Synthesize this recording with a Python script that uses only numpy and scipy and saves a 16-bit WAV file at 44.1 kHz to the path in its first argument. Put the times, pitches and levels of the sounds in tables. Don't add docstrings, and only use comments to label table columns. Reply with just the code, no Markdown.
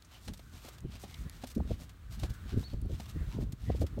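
import sys
import numpy as np
from scipy import signal
from scipy.fft import rfft, irfft, next_fast_len
from scipy.io import wavfile
from scipy.ndimage import uniform_filter1d, map_coordinates

SR = 44100
rng = np.random.default_rng(int(sys.argv[2]) if len(sys.argv) > 2 else 0)


def file_out(sig):
    cols = np.atleast_2d(sig).T
    lim = np.clip(cols, -1, 1)
    pcm = np.round(lim * 32767).astype(np.int16)
    wavfile.write(sys.argv[1], SR, pcm)


N = 176400
TIME = np.arange(N) / SR


def amp(db):
    return 10 ** (np.asarray(db) / 20)


def unit(x):
    return x / np.sqrt(np.mean(x ** 2) + 1e-20)


def filtered(x, response):
    size = next_fast_len(N + 8192)
    return irfft(rfft(x, size) * response(np.fft.rfftfreq(size, 1 / SR)), size)[:N]


def coloured(x, tone):
    freqs, db = np.transpose(tone)
    return unit(filtered(x, lambda hz: amp(np.interp(np.log(hz + 1), np.log(freqs + 1), db))))


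def noise(tone):
    return coloured(rng.standard_normal(N), tone)


def wobble(rate):
    return map_coordinates(rng.standard_normal(int(N * rate / SR) + 4), [TIME * rate])


def steadied(x, samples):
    power = uniform_filter1d(uniform_filter1d(x * x, samples), samples)
    return x / np.sqrt(np.abs(power) + 1e-9)


def swells(rows):
    power = np.zeros(N)
    for middle, length, db in rows:
        near = slice(*np.searchsorted(TIME, [middle - 2 * length, middle + 2 * length]))
        power[near] += amp(db) ** 2 * .5 ** ((2 * (TIME[near] - middle) / length) ** 2)
    return np.sqrt(power)


def strikes(rows, rise_s, hold_share=0.55):
    loudness = np.zeros(N)
    for start, fade_s, db in rows:
        near = slice(*np.searchsorted(TIME, [start, start + 10 * fade_s]))
        age = TIME[near] - start
        fade = np.exp(-np.maximum(age / fade_s - hold_share, 0))
        loudness[near] += amp(db) * np.minimum(age / rise_s, 1) * fade
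    return loudness


# (time [s], level [dB])
HISS_LEVEL = [(0, -61.5), (.3, -66), (.48, -66), (.7, -58.5), (.85, -68), (1.2, -66.5), (1.6, -62),
              (2, -65.5), (2.4, -64), (2.8, -65), (3.2, -61), (3.57, -62.5), (3.93, -61.5)]
# (frequency [Hz], level [dB])
HISS_TONE = [(290, 7), (500, 1), (839, -1.5), (1200, 5.5), (2570, -3), (3960, -3.5), (4910, -9.5),
             (8850, -11), (10500, -15.5), (12700, -14.5), (15500, -11.5)]

def outdoor_hiss(drift_db=2.87):
    hiss = noise([(50, -10)] + list(HISS_TONE))
    return hiss * amp(np.interp(TIME, *np.transpose(HISS_LEVEL)) + drift_db * wobble(3.98))


# (time [s], level [dB])
BREEZE = [(0, -61.5), (.3, -52.5), (.7, -54.5), (1.1, -50.5), (1.5, -51), (1.8, -47), (2, -56),
          (2.4, -48.5), (2.7, -46), (3.05, -45.5), (3.4, -47), (3.6, -52.5), (3.7, -30.5), (4, -57)]
# (middle [s], length [s], rumble [dB], flutter [dB])
GUSTS = [(0.301, 0.035, -41, -44.5), (0.554, 0.027, -48, -52), (.853, 0.04, -41, -53.5),
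         (0.895, 0.015, -42, -46.5), (0.946, 0.034, -46, -54), (1.213, 0.029, -37.5, -77),
         (1.264, 0.016, -37.5, -49), (1.573, 0.0073, -45, -31), (1.608, 0.022, -29.5, -35.5),
         (1.664, 0.021, -35.5, -39.5), (1.72, 0.031, -31.5, -46), (2.132, 0.13, -43, -79),
         (2.188, 0.021, -40.5, -49), (2.241, 0.022, -30, -43), (2.305, 0.02, -31.5, -58),
         (2.465, 0.056, -41.5, -52), (2.539, 0.015, -35.5, -38.5), (2.582, 0.036, -29, -39.5),
         (2.74, 0.012, -27, -42.5), (2.785, 0.046, -37, -59), (2.851, 0.035, -31.5, -43),
         (2.932, 0.031, -32, -43.5), (3.166, 0.017, -28, -40), (3.218, 0.031, -31, -72),
         (3.287, 0.023, -33.5, -69), (3.358, 0.023, -43, -37.5), (3.412, 0.047, -32.5, -36),
         (3.477, 0.033, -34.5, -61), (3.534, 0.014, -40.5, -42.5), (3.633, 0.02, -38, -52.5),
         (3.695, 0.012, -29, -31.5), (3.747, 0.024, -35.5, -54), (3.829, 0.031, -25, -37),
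         (3.943, 0.039, -39, -54), (4.007, 0.049, -35, -39.5)]
# (frequency [Hz], level [dB])
RUMBLE_TONE = [(15, -26), (26, -48), (42, 1), (63, 4.5), (120, -4.5), (200, -17.5), (400, -32.5),
               (800, -46.5), (2000, -78)]
# (frequency [Hz], level [dB])
FLUTTER_TONE = [(50, -32), (120, 3), (200, 9.5), (330, -6.5), (550, -18.5), (850, -33), (1500, -78),
                (4000, -77)]

def wind(roughness_db=7, breeze_flutter_db=-13):
    breeze = amp(np.interp(TIME, *np.transpose(BREEZE)))
    gust_rumble = swells([row[:3] for row in GUSTS])
    gust_flutter = swells([(middle, length, db) for middle, length, _, db in GUSTS])
    rumble = np.hypot(breeze, gust_rumble) * steadied(noise(RUMBLE_TONE), samples=1000)
    churn = steadied(noise(FLUTTER_TONE) * amp(roughness_db * wobble(130)), samples=700)
    return rumble + np.hypot(amp(breeze_flutter_db) * breeze, gust_flutter) * churn


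# (time [s], level [dB], pitch [Hz], time to fade by 60 dB [s], pitch sharpness [Q])
CLICKS = [(0.0228, -51, 3730, 0.017, 2), (.047, -60, 6100, 0.083, 2.6), (0.8053, -55, 6000, 0.018, 1),
          (1.1426, -41.5, 3350, 0.022, 3.6), (1.297, -38.5, 6030, 0.0058, 1.2), (1.58, -54, 5000, 0.013, 1),
          (2.816, -54, 9000, 0.019, 0.98), (2.858, -59, 9000, 0.0086, 1.5), (3.99, -54, 4720, .015, 1.2)]

def clicks():
    out, age = np.zeros(N + SR), TIME[:2048]
    for start, db, hz, fade_s, sharpness in CLICKS:
        b, a = signal.iirpeak(hz, max(sharpness, 1), SR)
        ring = unit(signal.lfilter(b, a, rng.standard_normal(len(age))))
        out[round(start * SR):][:len(age)] += amp(db - 60 * age / fade_s) * ring
    return out[:N]


def grit(tone, grains_per_s=2200, spread_db=4):
    hits = (rng.random(N) < grains_per_s / SR) * rng.standard_normal(N)
    sizes = amp(spread_db * np.minimum(rng.exponential(size=N), np.pi))
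    return coloured(unit(hits * sizes) + rng.standard_normal(N), tone)


# (frequency [Hz], level [dB])
SAND_TONE = [(200, -19), (700, 4.5), (1500, -1), (3600, 4), (6000, 1), (9000, -2), (10400, -9),
             (12500, -2.5), (15500, -11.5)]

def moving_sand(rows, loudness, split_hz=4200):
    grains = grit(SAND_TONE)
    coarse = filtered(grains, lambda hz: 1 / (1 + (hz / split_hz) ** 4))
    fine_rows = [(time, length, db + treble) for time, length, db, treble in rows]
    return coarse * loudness([row[:3] for row in rows]) + (grains - coarse) * loudness(fine_rows)


# (middle [s], length [s], level [dB], extra treble [dB])
SCUFFS = [(.15, 0.056, -56, -6), (.255, 0.047, -62, 4), (.46, 0.17, -75, 7.5), (.565, 0.045, -55.5, -3),
          (.66, 0.053, -54.5, -0.5), (.74, 0.025, -60, 0), (.945, 0.053, -52.5, -7.5),
          (1.025, 0.031, -59, 6), (1.11, 0.065, -58.5, -2.5), (1.2, 0.07, -69, 9), (1.36, .06, -61, -1),
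          (1.428, 0.013, -54.5, -2), (1.715, 0.049, -53, -7), (1.822, 0.038, -59, 2.5),
          (2.135, 0.029, -55.5, 1), (2.228, 0.059, -54, -4.5), (2.51, 0.046, -51.5, -10),
          (2.61, 0.049, -57, -0.5), (2.71, 0.049, -58.5, -5.5), (2.94, 0.047, -56, -4.5),
          (3.02, 0.051, -59, 0), (3.1, 0.022, -55, 0), (3.33, 0.059, -54, -7.5), (3.42, 0.025, -59, 0.5),
          (3.66, 0.072, -60, -2), (3.715, .035, -54.5, -16), (3.77, 0.028, -57.5, -3),
          (3.816, 0.022, -60, 8)]

def scuffs():
    return moving_sand(SCUFFS, swells)


# (middle [s], length [s], pitch [Hz], level [dB])
FAR_CALLS = [(0.153, 0.02, 3000, -61), (0.497, .09, 1460, -68.5), (.87, 0.034, 2850, -75),
             (1.14, 0.1, 2140, -67), (1.29, 0.1, 1810, -68.5), (2.33, 0.29, 1560, -65),
             (2.552, .1, 1430, -68), (3.202, 0.064, 1860, -63), (3.235, 0.035, 1580, -66.5),
             (3.357, 0.045, 970, -61.5), (3.694, 0.037, 1900, -59)]

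def far_calls(width_share=.15):
    out = np.zeros(N)
    for middle, length, pitch, db in FAR_CALLS:
        hiss = rng.standard_normal(N)
        band = filtered(hiss, lambda hz: 1 / (1 + ((hz / pitch - 1) / width_share) ** 2) ** 2)
        out += swells([(middle, length, db)]) * unit(band)
    return out


# (start [s], fade time [s], thud [dB], crunch [dB])
HOOVES = [(0.277, 0.011, -46, -45.5), (.391, 0.0063, -53, -65), (.645, 0.011, -49.5, -68),
          (0.682, 0.0044, -45, -53), (1.034, 0.013, -45, -54.5), (1.435, 0.009, -37, -47),
          (1.799, 0.026, -55, -61.5), (2.231, 0.011, -37.5, -43), (2.626, 0.011, -52.5, -62),
          (2.997, 0.0086, -43, -49), (3.404, 0.02, -50, -60), (3.813, 0.0091, -45, -48)]
# (frequency [Hz], level [dB])
THUD_TONE = [(30, -38), (80, -11), (200, 12), (450, 2.5), (750, 2.5), (1200, -11.5), (2500, -51),
             (8000, -53)]
# (frequency [Hz], level [dB])
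CRUNCH_TONE = [(200, -53), (700, 0.5), (1500, -1.5), (2500, -1.5), (4000, -0.5), (7500, -9), (10500, -11.5),
               (15000, -21.5)]

def footfalls(rise_s=0.0037):
    thuds = strikes([row[:3] for row in HOOVES], rise_s)
    crunches = strikes([(start, fade_s, db) for start, fade_s, _, db in HOOVES], rise_s)
    return thuds * steadied(noise(THUD_TONE), samples=400) + crunches * grit(CRUNCH_TONE)


# (start [s], fade time [s], level [dB], extra treble [dB])
SPRAYS = [(.332, .011, -53.5, 2.5), (.372, 0.0057, -63, 11), (.391, 0.005, -47, -5), (.686, .005, -52, 6),
          (.78, 0.0052, -50.5, -3), (1.466, 0.016, -53, 4.5), (1.499, 0.0095, -55.5, 5.5),
          (1.513, 0.0053, -52, 3), (1.548, 0.0058, -53, 7), (1.891, 0.0083, -51.5, -4),
          (2.193, 0.0092, -53, 4.5), (2.292, 0.021, -58.5, 1), (2.335, 0.016, -67, 11),
          (3.056, 0.0063, -47.5, -7), (3.52, 0.0054, -51, 6.5), (3.863, 0.0098, -51, -2)]

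def kicked_sand():
    return moving_sand(SPRAYS, lambda rows: strikes(rows, rise_s=.005))


# (middle [s], length [s], level [dB], upper frequency [Hz])
SWIRLS = [(0.853, 0.0086, -36, 405), (1.573, 0.0087, -27.5, 402), (1.581, 0.0069, -37, 570),
          (1.603, 0.0038, -35.5, 940), (1.712, 0.01, -30.5, 574), (2.537, 0.01, -34.5, 377),
          (2.574, 0.0064, -23, 320), (2.588, 0.0084, -36.5, 448), (2.905, 0.011, -40.5, 580),
          (3.169, 0.0067, -34.5, 354), (3.388, 0.0053, -32.5, 560), (3.703, 0.0052, -29.5, 834),
          (3.752, 0.006, -34.5, 595), (3.823, 0.0075, -30, 630), (3.842, 0.0085, -38, 600),
          (3.981, 0.0085, -34.5, 670)]

def wind_thumps(low_share=0.11):
    out, t = np.zeros(N + SR), TIME[:8192]
    hz, centre = np.fft.rfftfreq(len(t), 1 / SR), t.mean()
    for middle, length, db, top_hz in SWIRLS:
        treble_cut = (1 + (hz / top_hz) ** 10) * (1 + (2 * hz / top_hz) ** 2)
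        bass_cut = 1 + (low_share * top_hz / (hz + 1)) ** 4
        hump = .5 ** (2 * ((t - centre) / length) ** 2)
        burst = hump * irfft(rfft(rng.standard_normal(len(t))) / np.sqrt(treble_cut * bass_cut))
        burst *= np.linalg.norm(hump) / np.linalg.norm(burst)
        out[round((middle - centre) * SR):][:len(t)] += amp(db) * burst
    return out[:N]


# (time [s], pitch [Hz], level [dB])
CHIRP = [(2.63, 3510, -66), (2.643, 4020, -53.5), (2.65, 4440, -53), (2.664, 4410, -55.5),
         (2.679, 4420, -57), (2.695, 4420, -74)]

def bird(echo_db=-6, echo_s=0.53, blur_hz=88):
    times, hz, db = np.transpose(CHIRP)
    loudness = amp(np.interp(TIME, times, db, left=-200, right=-200))
    phase = 2 * np.pi * np.cumsum(np.interp(TIME, times, hz)) / SR
    note = np.sqrt(2) * loudness * np.sin(phase)
    tail = rng.standard_normal(SR // 2) * amp(-60 * TIME[:SR // 2] / echo_s)
    echo = signal.hilbert(signal.fftconvolve(note, tail / np.linalg.norm(tail))[:N])
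    blur = np.exp(2j * np.pi * np.cumsum(blur_hz * wobble(400)) / SR)
    return note + amp(echo_db) * (echo * blur).real


def scene():
    horse = footfalls() + scuffs() + kicked_sand() + clicks()
    return (horse + wind() + wind_thumps() + bird() + outdoor_hiss() + far_calls())[None]


def record(dry, top_hz=15850):
    return np.array([filtered(channel, lambda hz: hz < top_hz) for channel in dry])


dry = scene()
out = record(dry)
file_out(out)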